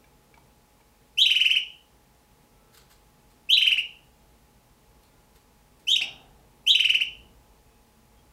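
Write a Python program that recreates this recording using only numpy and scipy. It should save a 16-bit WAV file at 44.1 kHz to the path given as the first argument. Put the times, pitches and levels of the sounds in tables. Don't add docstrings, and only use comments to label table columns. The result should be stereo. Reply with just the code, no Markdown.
import sys
import numpy as np
from scipy import signal
from scipy.fft import rfft, irfft
from scipy.io import wavfile
from scipy.ndimage import uniform_filter1d

SR = 44100
rng = np.random.default_rng(int(sys.argv[2]) if len(sys.argv) > 2 else 0)


def transcribe(signal):
    frames = np.atleast_2d(signal).T
    limited = np.clip(frames, -1, 1)
    pcm = np.round(limited * 32767).astype(np.int16)
    wavfile.write(sys.argv[1], SR, pcm)


N = 366912

# (frequency [Hz], relative density [dB])
AIR_SPECTRUM = [(12, -45), (20, -16), (54, -2), (87, -14.5), (126, -8), (191, -13), (225, -11), (306, -16),
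                (452, -15.5), (746, -21.5), (857, -18), (1580, -24.5), (2540, -27), (3540, -31),
                (15500, -39)]
# (frequency [Hz], correlation [-1..1])
AIR_CORRELATION = [(60, 1), (130, 1), (290, 0.66), (640, 0.63), (1410, -0.59), (3100, -0.31), (6820, 0.15),
                   (15000, 0.85)]
# (frequency [Hz], level [dB], half-width [Hz], correlation [-1..1])
RUMBLE_MODES = [(47.7, -68.5, 9.3, 1), (133, -76.5, 14, 0.7), (250, -76.5, 9.2, 0.74),
                (456.8, -69, 9.6, -0.65)]
# (frequency [Hz], level [dB], correlation [-1..1])
MACHINE_TONES = [(60.5, -70.5, 0.76), (698, -80, 0.5), (840, -67.5, -0.28)]
# (time [s], level [dB], pitch of the struck spot [Hz])
TAP_STRIKES = [(.041, -46.5, 2330), (.340, -40.5, 2300), (.375, -38.5, 920), (0.802, -47.5, 890),
               (.810, -52.5, 2310)]
# (frequency ratio [1], level [dB], 60 dB decay time [s])
STRUCK_MODES = [(.72, -4, .022), (1, 0, .03), (1.17, -7, .02), (1.52, -12, .025), (2.4, -16, .025)]
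# (frequency [Hz], 60 dB decay time [s])
REVERB_TIMES = [(300, .5), (1500, 0.25), (3000, 0.4), (4000, 0.43), (6000, .35), (10000, 0.18),
                (16000, 0.042)]
# (time [s], length [s], top pitch [Hz], level [dB], overtone gain [dB])
CHIRP_NOTES = [(1.1722, 0.059, 3902, -14, 4.5), (3.488, 0.057, 4006, -13.5, 0),
               (5.868, .066, 3780, -17.5, 10.5), (6.6625, 0.056, 3930, -14, 5)]
# (time [s], top pitch [Hz], level [dB])
TRILL_NOTES = [(1.2443, 3198, -12.5), (1.294, 3150, -13), (1.343, 3130, -13.5), (1.393, 3158, -12.5),
               (1.441, 3087, -11.5), (1.4927, 3194, -12.5), (1.547, 3108, -13), (3.558, 3187, -12),
               (3.606, 3246, -13.5), (3.655, 3168, -11.5), (3.7029, 3050, -12.5), (3.765, 2977, -14.5),
               (5.9483, 3200, -15.5), (6.005, 2953, -17.5), (6.7388, 3140, -11.5), (6.7892, 3164, -12.5),
               (6.837, 3060, -12), (6.8863, 3117, -11.5), (6.9367, 3086, -12), (7.0, 3100, -14)]
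# (note length [s], overtone gain [dB])
TRILL_STYLES = [(.037, 5), (.037, 1.5), (.029, 13.5), (.029, 5)]
# (multiple [1], relative level [dB])
SYRINX_OVERTONES = [(2, -27), (3, -34.5), (4, -33.5), (5, -47)]
# (pitch [Hz], overtone gain [dB])
BRIGHTNESS_BY_PITCH = [(1200, -8), (2200, -4), (2650, -1), (2900, 2), (3300, 5), (3550, 5), (3900, -7)]
# (frequency [Hz], gain [dB])
THROAT_RESPONSE = [(1000, -27.5), (1500, -23.5), (1900, -21), (2300, -7), (2650, -2.5), (2950, 0),
                   (3300, 3.5), (3900, -1.5), (4400, -0.5)]
# (frequency [Hz], gain [dB])
BILL_RESPONSE = [(3800, 1), (4900, 3), (5750, 2), (6700, -3), (7500, 2.5), (8700, -0.5), (10100, -6),
                 (11700, 1), (13000, -10), (14700, -4.5), (16000, -16)]
# (direct gain [dB], left minus right [dB], overtone tilt [dB/multiple])
HEAD_TURNS = [(-3.5, 2, 1.4), (-3, 2.5, 3.1), (-3, 7.5, -2.7), (-2, 7, 0.8)]
# (delay [s], left gain [dB], right gain [dB])
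EARLY_ECHOES = [(.00166, -9, -14), (.00186, -10, -9), (.00231, -6, -8), (.00263, -10, -9),
                (.00277, -12, -15), (.00338, -6, -8), (.00476, -10, -14), (.00519, -11, -18),
                (.00769, -15, -14)]
# (delay [s], left gain [dB], right gain [dB])
LATE_ECHOES = [(0.01, -18.5, -11), (0.0179, -18, -15), (.0235, -11.5, -8)]
# (time [s], length [s], frequency [Hz], level [dB])
DISTANT_TONES = [(2.38, .62, 1328, -73.5), (4.95, .45, 1410, -80), (7.6, .25, 2560, -76),
                 (8.15, .09, 3250, -72), (7.7, .62, 222, -68)]
# (time [s], length [s], level [dB])
FEATHER_STROKES = [(2.722, 0.046, -54), (2.762, 0.035, -54.5), (2.805, 0.027, -65), (2.888, 0.054, -56),
                   (3.288, 0.044, -65), (5.022, .03, -63), (5.34, 0.043, -59), (5.788, 0.029, -61.5)]
# (frequency [Hz], relative level [dB])
FEATHER_SPECTRUM = [(600, -9), (1400, 2), (2500, -3.5), (3600, -1.5), (4400, -0.5), (6000, -6), (7900, -3),
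                    (10500, -7.5), (13300, -3.5), (16000, -12)]
# (frequency [Hz], relative level [dB])
BUMP_SPECTRUM = [(60, -18.5), (150, -4.5), (330, -6), (520, -11), (790, 2.5), (1000, -10), (1600, -6),
                 (3000, -40.5)]

TIME, FREQS = np.arange(N) / SR, np.fft.rfftfreq(N, 1 / SR)


def gain_of(db):
    return 10 ** (np.asarray(db) / 20)


def unit_rms(x):
    return x / np.sqrt(np.mean(abs(x) ** 2) + 1e-20)


def wander(count, span):
    return unit_rms(uniform_filter1d(rng.standard_normal(count), size=span))


def curve(points, hz):
    knots_hz, values = np.transpose(points)
    return np.interp(np.log(hz + 1), np.log(knots_hz + 1), values)


def add(mix, start, sound):
    part = mix[..., max(round(start * SR), 0):][..., :sound.shape[-1]]
    part += sound[..., :part.shape[-1]]


def stereo_noise(spectrum, correlation):
    left, independent = rfft(rng.standard_normal((2, N)))
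    right = correlation * left + np.sqrt(1 - correlation ** 2) * independent
    return unit_rms(irfft(np.array([left, right]) * spectrum, N))


def outdoor_air(rumble_db=-61, hiss_db=-61.5, split_hz=1200, swell_s=6.65):
    spectrum, correlation = gain_of(curve(AIR_SPECTRUM, FREQS)), curve(AIR_CORRELATION, FREQS)
    lowpass = 1 / np.sqrt(1 + (FREQS / split_hz) ** 4)
    drift_db = wander(N, 30000)
    swell_db = 3.5 * np.exp(-((TIME - swell_s) / .6) ** 2)
    rumble = stereo_noise(spectrum * lowpass, correlation)
    hiss = stereo_noise(spectrum * np.sqrt(1 - lowpass ** 2), correlation)
    return rumble * gain_of(rumble_db + drift_db + swell_db) + hiss * gain_of(hiss_db)


def hollow_drone():
    return sum(gain_of(db) * stereo_noise(1 / (1 + ((FREQS - hz) / width) ** 2), correlation)
               for hz, db, width, correlation in RUMBLE_MODES)


def growing_bass(x, corner_hz=100, start_db=-4, rise_db_per_s=.74):
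    bass = irfft(rfft(x) / (1 + (FREQS / corner_hz) ** 6), N)
    return x + bass * (gain_of(start_db + rise_db_per_s * TIME) - 1)


def machine_hum(waver_hz=.7):
    out = np.zeros((2, N))
    for hz, db, correlation in MACHINE_TONES:
        phase = 2 * np.pi * np.cumsum(hz + waver_hz * wander(N, 6000)) / SR
        out += gain_of(db) * np.sqrt(2) * np.sin([phase, phase - np.arccos(correlation)])
    return out


def taps(click_db=-11, click_s=.0044, rise_s=.0024, room_db=-10):
    out, t = np.zeros(N), np.arange(SR // 10) / SR
    lowpass = signal.butter(2, 4500, fs=SR)
    for start, db, hz in TAP_STRIKES:
        ring = sum(gain_of(mode_db - 60 * t / t60) * np.sin(2 * np.pi * hz * ratio * t)
                   for ratio, mode_db, t60 in STRUCK_MODES)
        click = signal.lfilter(*lowpass, rng.standard_normal(len(t))) * np.exp(-t / click_s)
        attack = 1 - np.exp(-t / rise_s)
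        add(out, start, gain_of(db) * (ring + 2 * gain_of(click_db) * click) * attack)
    return out + gain_of(room_db) * aviary_reverb(out)


def aviary_reverb(x, build_s=.0071, spacing=12):
    count, t = SR // spacing, np.arange(SR) / SR
    reflections = np.zeros((2, SR))
    arrivals = np.arange(count) * spacing + rng.integers(0, spacing, (2, count))
    np.put_along_axis(reflections, arrivals, rng.choice([-1., 1.], arrivals.shape), 1)
    hz, age, bands = signal.stft(reflections, SR, nperseg=256)
    decay = gain_of(-60 * age / curve(REVERB_TIMES, hz)[:, None])
    tail = signal.istft(bands * decay, SR, nperseg=256)[1][:, :SR]
    tail *= 1 - np.exp(-(t / build_s) ** 2)
    tail *= 1 + .76 * np.exp(-t / .03)
    tail = tail + .25 * tail[::-1]
    return signal.fftconvolve(x[None], tail / np.linalg.norm(tail[0]), axes=1)[:, :N]


def glide(progress, at, width):
    return .5 + .5 * np.tanh((progress - at) / (2 * width))


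def air_push(progress, peak, start_db, end_db, bend):
    attack = np.clip(1 - progress / peak, 0, 1)
    release = np.clip((progress - peak) / (1 - peak), 0, 1)
    return start_db * attack ** bend + end_db * release ** bend


def chirp(progress, top_hz, start_hz=2330, shoulder_hz=3280):
    scoop = (start_hz - shoulder_hz) * np.exp(-progress / .22)
    leap = (top_hz - shoulder_hz) * glide(progress, at=.69, width=.06)
    return shoulder_hz + scoop + leap, air_push(progress, peak=.9043, start_db=-15.5, end_db=-10, bend=5)


def trill(progress, top_hz):
    hz = top_hz * glide(progress, at=.1, width=.18)
    return hz, air_push(progress, peak=.4455, start_db=-12.5, end_db=-19.5, bend=2.07)


def syrinx(gesture, length, top_hz, level_db, bright_db, tilt_db, onset_db=0, jitter=.009, rasp=.036):
    count = int(length * SR)
    progress, bins = np.arange(count) / count, np.fft.rfftfreq(count, 1 / SR)
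    hz, push_db = gesture(progress, top_hz)
    phase = 2 * np.pi * np.cumsum(hz * (1 + jitter * wander(count, 40))) / SR
    flutter = 2 * np.pi * np.cumsum(hz * rasp * wander(count, 10)) / SR
    upper = gain_of(-39) * rng.standard_normal(count)
    for k, db in SYRINX_OVERTONES:
        upper += gain_of(db + tilt_db * (k - 2)) * np.sin(k * (phase + flutter)) * (k * hz < SR / 2)
    highpass = bins ** 4 / (bins ** 4 + 2500 ** 4)
    upper = irfft(rfft(upper) * gain_of(curve(BILL_RESPONSE, bins)) * highpass, count)
    release_db = -10 * progress ** 2
    upper *= gain_of(bright_db + release_db + curve(BRIGHTNESS_BY_PITCH, hz))
    fundamental = gain_of(curve(THROAT_RESPONSE, hz)) * np.sin(phase)
    envelope_db = level_db + push_db + onset_db * np.clip(1 - progress / .41, 0, 1)
    return gain_of(envelope_db) * (fundamental + upper) * signal.windows.tukey(count, .1)


def call_notes(call, tilt_db, dulling_db_per_s=14.5, slur_db=-25):
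    start, length, top_hz, level_db, bright_db = CHIRP_NOTES[call]
    yield start, syrinx(chirp, length, top_hz, level_db, bright_db, tilt_db)
    length, bright_db = TRILL_STYLES[call]
    end = CHIRP_NOTES[call + 1][0] if call + 1 < len(CHIRP_NOTES) else N / SR
    for k, (at, top_hz, level_db) in enumerate(row for row in TRILL_NOTES if start < row[0] < end):
        faded_db = bright_db - dulling_db_per_s * (at - start)
        onset_db = slur_db if k == 0 else 0
        yield at, syrinx(trill, length, top_hz, level_db, faded_db, tilt_db, onset_db)


def hornbill(voice_db=-1.5, room_db=-4, echo_db=-1):
    voice, out = np.zeros(N), np.zeros((2, N))
    for call, (direct_db, pan_db, tilt_db) in enumerate(HEAD_TURNS):
        directivity = gain_of([[direct_db + pan_db / 2], [direct_db - pan_db / 2]])
        for start, note in call_notes(call, tilt_db):
            add(voice, start, note)
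            add(out, start, note * directivity)
    for delay, left_db, right_db in [*EARLY_ECHOES, *LATE_ECHOES]:
        add(out, delay, voice * gain_of([[left_db + echo_db], [right_db + echo_db]]))
    return gain_of(voice_db) * (out + gain_of(room_db) * aviary_reverb(voice))


def far_tones(jitter=.001):
    out = np.zeros(N)
    for start, length, hz, db in DISTANT_TONES:
        count = int(length * SR)
        phase = 2 * np.pi * np.cumsum(hz * (1 + jitter * wander(count, 600))) / SR
        add(out, start, gain_of(db) * np.sqrt(2) * np.hanning(count) * np.sin(phase))
    return out


def feathers(grain_db=3, room_db=-3):
    strokes = np.zeros(N)
    for start, length, db in FEATHER_STROKES:
        add(strokes, start, gain_of(db) * np.hanning(int(length * SR)))
    grains = unit_rms(gain_of(grain_db * wander(N, 60)))
    brush = stereo_noise(gain_of(curve(FEATHER_SPECTRUM, FREQS)), correlation=.8) * strokes * grains
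    return brush + gain_of(room_db) * aviary_reverb(brush[0])


def far_bump(start_s=6.0, rise_s=.016, level_db=-47, fade_db_per_s=47.5):
    noise = stereo_noise(gain_of(curve(BUMP_SPECTRUM, FREQS)), curve(AIR_CORRELATION, FREQS))
    age = np.maximum(TIME - start_s, 0)
    return noise * np.minimum(age / rise_s, 1) * gain_of(level_db - fade_db_per_s * age)


def scene():
    outdoors = growing_bass(outdoor_air() + hollow_drone() + far_tones() + far_bump())
    return outdoors + machine_hum() + taps() + hornbill() + feathers()


def record(dry, edge_hz=15800):
    lowpass = signal.firwin(511, edge_hz, window=("kaiser", 9), fs=SR)
    return signal.oaconvolve(dry, lowpass[None], "same")


dry = scene()
out = record(dry)
transcribe(out)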